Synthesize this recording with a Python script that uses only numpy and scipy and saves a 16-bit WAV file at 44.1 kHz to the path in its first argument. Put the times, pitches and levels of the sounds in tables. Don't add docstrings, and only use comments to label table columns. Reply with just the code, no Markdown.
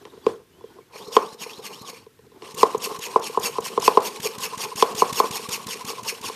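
import sys
import numpy as np
from scipy import signal
from scipy.fft import rfft, irfft
from scipy.io import wavfile
from scipy.ndimage import uniform_filter1d, map_coordinates

SR = 44100
rng = np.random.default_rng(int(sys.argv[2]) if len(sys.argv) > 2 else 0)


def transcribe(u):
    v = np.clip(np.atleast_2d(u).T, -1, 1)
    q = np.round(v * 32767).astype(np.int16)
    wavfile.write(sys.argv[1], SR, q)


def gain_from_db(level_db):
    decades = np.asarray(level_db, float) / 20
    return 10 ** decades


N = 280198
TIME = np.arange(N) / SR

# valve_s, pull_length_s, push_hiss_db, valve_db, pull_hiss_db
STROKES = [(1.079, .098, -44, -42, -27.5), (1.33, 0.12, -44, -43, -31.5), (1.584, 0.1, -44, -44, -31.5),
           (1.817, .095, -44, -37.5, -34), (2.545, 0.091, -44, -38.5, -24.5),
           (2.778, 0.094, -41, -38.5, -24), (2.99, 0.085, -39.5, -37, -26.5),
           (3.195, 0.093, -40, -40.5, -26.5), (3.396, 0.088, -40.5, -36.5, -20),
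           (3.605, 0.084, -41, -39.5, -26.5), (3.798, 0.084, -42, -35.5, -20),
           (4.003, 0.086, -38, -38, -24), (4.201, 0.079, -41.5, -35.5, -23), (4.383, 0.083, -40, -35, -23),
           (4.577, .076, -40.5, -35.5, -22.5), (4.758, 0.075, -41, -34.5, -21.5),
           (4.95, 0.08, -38, -33, -21.5), (5.128, 0.079, -36, -28.5, -21),
           (5.31, 0.075, -34.5, -30.5, -23.5), (5.49, 0.079, -37.5, -31, -21),
           (5.668, 0.075, -42.5, -33, -24), (5.849, 0.075, -40, -35.5, -26), (6.032, 0.083, -41, -38, -24),
           (6.213, 0.078, -42.5, -40.5, -26)]
# start_s, suction (0-1)
SUCTION = [(0, 0), (2.1, 0), (2.4, 1)]


def unit(x):
    return x / np.sqrt(np.mean(x ** 2) + 1e-20)


def along(points, hz):
    f, v = np.transpose(points)
    return np.interp(np.log(hz + 1), np.log(f + 1), v)


def wobble(rate_hz):
    return map_coordinates(rng.standard_normal(int(N * rate_hz / SR) + 4), [TIME * rate_hz])


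def bumps(peaks, hz, depth=0):
    power = 0
    for centre_hz, width_hz, db, *rise in peaks:
        moved_hz = centre_hz * (1 + sum(rise) * depth)
        power = power + gain_from_db(2 * db) / (1 + (2 * (hz - moved_hz) / width_hz) ** 2)
    return power


def noise(gain, patchy_db, size=256):
    hz, t, z = signal.stft(rng.standard_normal(N), SR, nperseg=size)
    field = uniform_filter1d(rng.standard_normal(z.shape), size=3, axis=0)
    field = uniform_filter1d(field, size=4, axis=1)
    shape = gain(hz[:, None], t) * np.ones(z.shape)
    shape = shape / np.sqrt(np.mean(shape ** 2, axis=0))
    return unit(signal.istft(z * shape * gain_from_db(patchy_db * unit(field)), SR, nperseg=size)[1][:N])


def add(track, s, sound):
    part = track[round(s * SR):][:len(sound)]
    part += sound[:len(part)]


def ring(modes, t, attack_s):
    tones = 0
    for hz, t60_s, db in modes:
        hit_hz = hz * (1 + rng.normal(0, .012))
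        tones = tones + gain_from_db(db - 60 * t / t60_s) * np.sin(2 * np.pi * hit_hz * t)
    return tones * (1 - np.exp(-(t / attack_s) ** 2))


def by_suction(pair, s):
    return pair[0] + pair[1] * np.interp(s, *np.transpose(SUCTION))


def still_air():
    # hz, db_per_hz
    floor = [(25, -29), (60, -13.5), (130, -2.5), (450, -25.5), (1600, -9), (4700, -16), (10000, -19),
             (14500, -17.5)]
    return gain_from_db(-62) * noise(lambda hz, t: gain_from_db(along(floor, hz)), patchy_db=-1.5, size=2048)


def room(x):
    # hz, t60_s
    decay = [(200, 0.4), (500, 0.37), (1200, 0.31), (4000, 0.12), (10000, 0.29)]
    out, step = np.zeros(N), SR // 8
    for start in range(0, N, step):
        hz, t, z = signal.stft(rng.standard_normal(SR // 2), SR, nperseg=256)
        tail = signal.istft(z * gain_from_db(-60 * t / along(decay, hz)[:, None]), SR, nperseg=256)[1]
        stretch = x[start:start + step]
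        wet = signal.fftconvolve(stretch, tail)
        add(out, start / SR + .009, wet * np.linalg.norm(stretch) / (np.linalg.norm(wet) + 1e-12))
    return out


def hands():
    # start_s, level_db
    grasp = [
        [(0.0, -50.5), (0.16, -51.5), (0.24, -50), (0.288, -36), (0.436, -67), (0.608, -59), (0.718, -51.5),
         (0.824, -59.5), (0.95, -72)],
        [(1.98, -54), (2.034, -68), (2.106, -69), (2.296, -63), (2.39, -52), (2.45, -52)],
    ]
    # hz, width_hz, level_db
    grip = [(390, 39, 2.5), (273, 100, -6.5), (970, 290, -10.5), (700, 300, -16)]
    # hz, db_per_hz
    skin = [(710, -38), (1200, -11), (1410, 1), (2250, -11.5), (3320, -3.5), (8200, -14.5), (14000, -17.5)]
    rumble_modes = [(110, 70, 0), (220, 260, -1)]  # hz, width_hz, level_db
    grasp_db = np.interp(TIME, *np.transpose(sum(grasp, [])))
    gates_db = []
    for span in grasp:
        first_s, last_s = span[0][0], span[-1][0]
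        gates_db.append(np.interp(TIME, [first_s - .02, first_s, last_s, last_s + .03], [-40, 0, 0, -40]))
    gate_db = np.max(gates_db, axis=0)
    hum_db = grasp_db + gate_db
    rustle_db = -63 + 1 * (grasp_db + 54) + gate_db
    rumble_db = -59 + .15 * (grasp_db + 54) + gate_db
    hum = noise(lambda hz, t: bumps(grip, hz) ** 0.58, patchy_db=1.5, size=1024)
    rustle = noise(lambda hz, t: gain_from_db(along(skin, hz)), patchy_db=-2.5)
    rumble = noise(lambda hz, t: bumps(rumble_modes, hz), patchy_db=1, size=4096)
    out = gain_from_db(hum_db + 4.67 * wobble(44)) * hum
    out += gain_from_db(rustle_db + 0.49 * wobble(41)) * rustle
    return out + gain_from_db(rumble_db + 2.5 * wobble(15)) * rumble


def skin_chirps():
    # start_s, length_s, pitch_hz, level_db
    chirps = [
        (.097, 0.013, 3780, -52),
        (0.216, 0.028, 3400, -57),
        (0.24, 0.011, 4700, -49),
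        (.7, .04, 1490, -59),
        (.8, 0.044, 2250, -61),
    ]
    out, t = np.zeros(N), np.arange(SR // 20) / SR
    for s, length_s, pitch_hz, db in chirps:
        phase = 2 * np.pi * pitch_hz * t + np.cumsum(rng.normal(0, 0.072, len(t)))
        add(out, s, gain_from_db(db) * np.sin(np.pi * np.clip(t / length_s, 0, 1)) * np.sin(phase))
    return out


def knocks():
    # start_s, lid_db, cavity_db, crack_db
    cracked = [(0.053, -36, 4, 1), (2.422, -34, -0.5, -1), (2.488, -36, 1.5, -6), (0.266, -11, 6.5, -12),
               (1.167, 3, -7, -14.5), (2.631, 3.5, -7, -13.5), (2.747, -14, 1, -20), (3.16, 0.5, -8.5, -27.5),
               (3.374, -6, -6, -24), (3.584, -10.5, -4.5, -18), (3.777, -6, -4, -23.5),
               (3.879, 2.5, -9, -13.5), (3.973, 3, -7, -25.5), (4.825, 1, -7.5, -11.5),
               (5.021, 0.5, -9.5, -30), (5.201, 0, -11.5, -17.5)]
    # start_s, lid_db, cavity_db
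    taps = [(1.082, -43.5, 15), (1.345, -47.5, 16), (1.462, -29, 5), (1.591, -39.5, 9), (1.93, -35.5, 2.5),
            (2.546, -43, 12), (2.869, -32, 8), (2.993, -30, 0.5), (3.084, -26, -3), (3.296, -29, 6.5),
            (3.494, -34.5, 10), (3.662, -22, -15), (3.7, -34, 6), (3.827, -16.5, -25), (4.289, -39.5, 12),
            (4.473, -35, 5), (4.659, -38, 10.5), (5.394, -27.5, 1), (5.576, -30, 1), (5.755, -42, 16),
            (5.932, -25, -3.5), (6.123, -33.5, 8), (6.298, -20.5, -5)]
    # start_s, lid_db, cavity_db
    fingers = [
        (0.135, -51, 18),
        (0.174, -46.5, 15),
        (0.61, -37.5, -2),
        (0.64, -39, 16),
        (0.786, -33.5, 2),
        (0.934, -37, -19.5),
        (2.065, -41.5, 10),
        (2.191, -48, 11.5),
        (2.266, -57, 20.5),
        (2.318, -44.5, 3.5),
    ]
    # hz, t60_s, level_db
    lid = [(1021.5, 0.028, 3.5), (918.6, 0.02, -2), (1120, 0.0025, -23), (664, 0.072, -16.5)]
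    # hz, t60_s, level_db
    cavity = [(448.6, 0.037, 5.5), (428.5, 0.05, -2.5), (229, 0.034, -9.5)]
    tap_crack_db, finger_crack_db = (-60, 23.5), -53
    knock_s, tap_s, finger_s = 0.0017, 0.0022, 0.0025
    out, t = np.zeros(N), np.arange(SR // 4) / SR
    sharp = signal.butter(2, [1800, 4800], "bandpass", fs=SR)
    walls = signal.butter(3, [330, 1200], "bandpass", fs=SR)
    hits = [(*row, knock_s) for row in cracked]
    hits += [(s, db, air_db, by_suction(tap_crack_db, s) - db, tap_s) for s, db, air_db in taps]
    hits += [(s, db, air_db, finger_crack_db - db, finger_s) for s, db, air_db in fingers]
    for s, db, cavity_db, crack_db, contact_s in sorted(hits):
        crack = signal.lfilter(*sharp, rng.standard_normal(len(t))) * gain_from_db(crack_db + 6 - 60 * t / .016)
        body = gain_from_db(0.5) * ring(lid, t, contact_s)
        body = body + gain_from_db(cavity_db + 4) * ring(cavity, t, 3.17 * contact_s)
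        body = body * gain_from_db(-6 * (t / 0.013) ** 2)
        shudder = unit(signal.lfilter(*walls, rng.standard_normal(len(t))))
        shudder = shudder * gain_from_db(-26 - 60 * t / 0.25) * (1 - np.exp(-t / 0.016))
        add(out, s - .0006, gain_from_db(db) * (body + crack + shudder))
    return out


def seal():
    # start_s, length_s, level_db
    chatter = [(0.237, 0.016, -46), (2.945, 0.011, -25.5), (3.137, .012, -25.5), (4.716, 0.013, -24.5),
               (3.346, 0.01, -22), (3.554, 0.013, -23.5), (4.534, 0.015, -22), (5.097, 0.014, -22),
               (5.453, 0.013, -27), (5.808, 0.016, -26.5), (5.982, 0.017, -24.5)]
    # start_s, pitch_hz, level_db
    squeak = [
        (.515, 1460, -90),
        (.53, 1462, -66),
        (.572, 1540, -69),
        (.6, 1700, -65),
        (.635, 1695, -68),
        (.655, 1620, -68),
        (.7, 1570, -69),
        (.72, 1550, -90),
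    ]
    out, t = np.zeros(N), np.arange(SR // 20) / SR
    for s, length_s, db in chatter:
        swell = (1 - np.exp(-t / 0.00094)) * gain_from_db(-60 * np.clip(t - length_s, 0, 1) / 0.0039)
        lid_hz = 1045 * (1 + rng.normal(0, 0.03))
        add(out, s, gain_from_db(db - 5) * swell * np.sin(2 * np.pi * lid_hz * t))
    s, hz, db = np.transpose(squeak)
    pitch_hz = np.interp(TIME, s, hz) * (1 + 0.0029 * wobble(84))
    phase = 2 * np.pi * np.cumsum(pitch_hz) / SR
    level_db = np.interp(TIME, s, db, -200, -200) + 2.5 * wobble(60) + 1.5
    return out + gain_from_db(level_db) * (np.sin(2 * phase) + .15 * np.sin(3 * phase))


def valve():
    # start_s, tilt_db_per_octave
    flap_tilt = [(1.0, 9), (3.7, 6), (4.0, 0), (6.3, 2)]
    flap_modes = [(192.7, 0.017, 2.5), (141.0, 0.03, -12.0)]  # hz, t60_s, level_db
    spit_db = (3.5, 7)
    out, t = np.zeros(N), np.arange(SR // 20) / SR
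    hz = np.fft.rfftfreq(len(t), 1 / SR) + 1
    for s, _, _, thump_db, _ in STROKES:
        air_db = thump_db + by_suction(spit_db, s)
        tilt_db = np.interp(s, *np.transpose(flap_tilt))
        thump = gain_from_db(thump_db + 14) * ring(flap_modes, t, 0.0026)
        colour = gain_from_db(tilt_db * np.log2(hz / 4000)) / (1 + (1200 / hz) ** 4) / (1 + (hz / 9000) ** 2)
        colour = colour * (0.5 + bumps([(6700, 590, tilt_db + 1.5)], hz)) ** .5
        air = unit(irfft(rfft(rng.standard_normal(len(t))) * colour, len(t)))
        add(out, s - .004, thump + gain_from_db(air_db - 8.5) * air * np.exp(-((t - .007) / 0.0039) ** 2))
    return out


def pushes():
    # start_s, length_s, hiss_db
    sinking = [
        (1.95, .086, -52),
        (6.314, .16, -47),
    ]
    turn_s, first_push_s = 0.037, (.115, -0.059)
    pause_s = (-0.0026, 0.034)
    fade_db = (5, -5.5)
    rows, free_s = [(*row, 11.5, .25) for row in sinking], -1
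    for s, length_s, db, _, _ in STROKES:
        end_s = s - by_suction(pause_s, s)
        start_s = free_s + turn_s if s - free_s < .3 else end_s - by_suction(first_push_s, s)
        rows.append((start_s, max(end_s - start_s, .02), db, by_suction(fade_db, s), 1))
        free_s = s + length_s
    return rows


def strokes():
    rise_s, fall_s = (0.035, 0.0044), 0.019
    push_hum_db = (0.5, 1)
    hiss, hum, depth = np.zeros(N), np.zeros(N), []
    for s, length_s, _, _, db in STROKES:
        peak_s, swell_s = s + length_s - fall_s, by_suction(rise_s, s)
        u = TIME - peak_s
        bell = gain_from_db(db - 3 - 10 * np.abs(u / np.where(u < 0, swell_s, fall_s)) ** 2.2)
        hiss += bell ** 2
        hum += (bell ** 0.45 * gain_from_db(0.33 * db - 14)) ** 2
        depth += [(peak_s - swell_s, .75), (peak_s + fall_s / 4, .03)]
    for s, length_s, db, fade_db, reach in pushes():
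        u = (TIME - s) / length_s
        before = np.clip(-u * length_s / 0.03, 0, 9)
        after = np.clip((u - 1) * length_s / 0.019, 0, 9)
        gate = gain_from_db(-9 * (before ** 2 + after ** 2))
        faded_db = fade_db * np.clip(2 * u - 1, -.5, .5)
        hiss += (gate * gain_from_db(db - 1.5 - faded_db)) ** 2
        hum += (gate ** .5 * gain_from_db(db + by_suction(push_hum_db, s) - 1 - 0.7 * faded_db)) ** 2
        depth += [(s, 0), (s + .7 * length_s, .9 * reach), (s + length_s, reach)]
    return np.sqrt(hiss), np.sqrt(hum), np.transpose(sorted(depth))


def pump():
    # hz, width_hz, level_db, rise_when_in (0-1)
    column_modes = [(2350, 200, 16, .78), (4350, 240, 15, .2), (5400, 240, 16, .02), (6500, 300, 13, .05)]
    # hz, width_hz, level_db
    nozzle = [(8600, 700, 2), (2800, 700, 5), (4300, 600, 3), (5500, 600, 2)]
    # hz, db_per_hz
    jet = [(760, -42), (1300, -3.5), (2900, -4.5), (4910, -7), (5380, -7), (5950, -5.5), (12000, 0.5),
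           (14700, -0.5)]
    # hz, width_hz, level_db
    box_modes = [(448.5, 99, -1.5), (716, 110, -11), (877, 110, -7), (1068, 205, -3), (201.6, 32, -4)]
    # hz, db_per_hz
    shake = [(15, -71), (25, -42), (59, -46.5), (96, -10.5), (173, -6.5), (330, -8), (430, -33),
             (730, -120)]
    hiss, hum, depth = strokes()

    def slowness(t):
        return np.clip(-np.log10(np.interp(t, TIME, hiss) + 1e-4) - 1.4, 0, 1)

    def column(hz, t):
        slow = slowness(t)
        muted = gain_from_db(-30 * slow * by_suction((0, 1), t))
        low = gain_from_db(slow * np.clip(4 - 22 * np.log2((hz + 1) / 4300), -12, 4))
        return muted * bumps(column_modes, hz, np.interp(t, *depth)) * low

    def jet_gain(hz, t):
        dull = gain_from_db(by_suction((-6, -8), t) * slowness(t) * np.clip(np.log2((hz + 1) / 6000), 0, 3))
        return gain_from_db(along(jet, hz)) * dull * (1 + column(hz, t) + bumps(nozzle, hz)) ** .57

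    air = noise(jet_gain, patchy_db=2.5)
    sputter = gain_from_db(1.6 * wobble(350) + 1.5 * wobble(80))
    box = noise(lambda hz, t: bumps(box_modes, hz), patchy_db=3, size=1024)
    judder = gain_from_db(4.2 * wobble(45))
    thud = noise(lambda hz, t: gain_from_db(along(shake, hz)), patchy_db=-4.5, size=4096)
    thud = hum ** 0.51 * gain_from_db(-37 + 3.5 * wobble(18)) * thud
    return hiss * unit(air * sputter) + hum * unit(box * judder) + thud


def scene():
    blows = knocks() + valve() + seal() + skin_chirps()
    air = pump()
    behind = gain_from_db(-14) * room(blows) + gain_from_db(-12) * room(air)
    return (blows + air + behind + hands() + still_air())[None]


def starve(x):
    # hz, share (0-1)
    empty = [(6500, 0), (8000, .025), (10000, .1), (13000, .22), (14500, .45)]
    hz, t, z = signal.stft(x, SR, nperseg=1024)
    loud = np.clip(np.log10(np.sum(np.abs(z) ** 2, axis=0) + 1e-12) / 1.5 + 3.6, .1, 1.6)
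    dice = rng.random((len(hz) // 5 + 1, len(t) // 4 + 1)).repeat(5, axis=0).repeat(4, axis=1)
    kept = dice[:len(hz), :len(t)] > along(empty, hz)[:, None] * loud
    return signal.istft(z * kept, SR, nperseg=1024)[1][:N]


def low_pass(x):
    return signal.sosfilt(signal.butter(12, 14830, fs=SR, output="sos"), x)


def record(dry):
    x = signal.sosfilt(signal.butter(2, 60, "highpass", fs=SR, output="sos"), dry)
    x = signal.sosfiltfilt(signal.butter(16, 14550, fs=SR, output="sos"), x)
    x = starve(x[0])[None]
    x = x / (1 + np.abs(x / .995) ** 40) ** (1 / 40)
    return low_pass(x)


dry = scene()
out = record(dry)
transcribe(out)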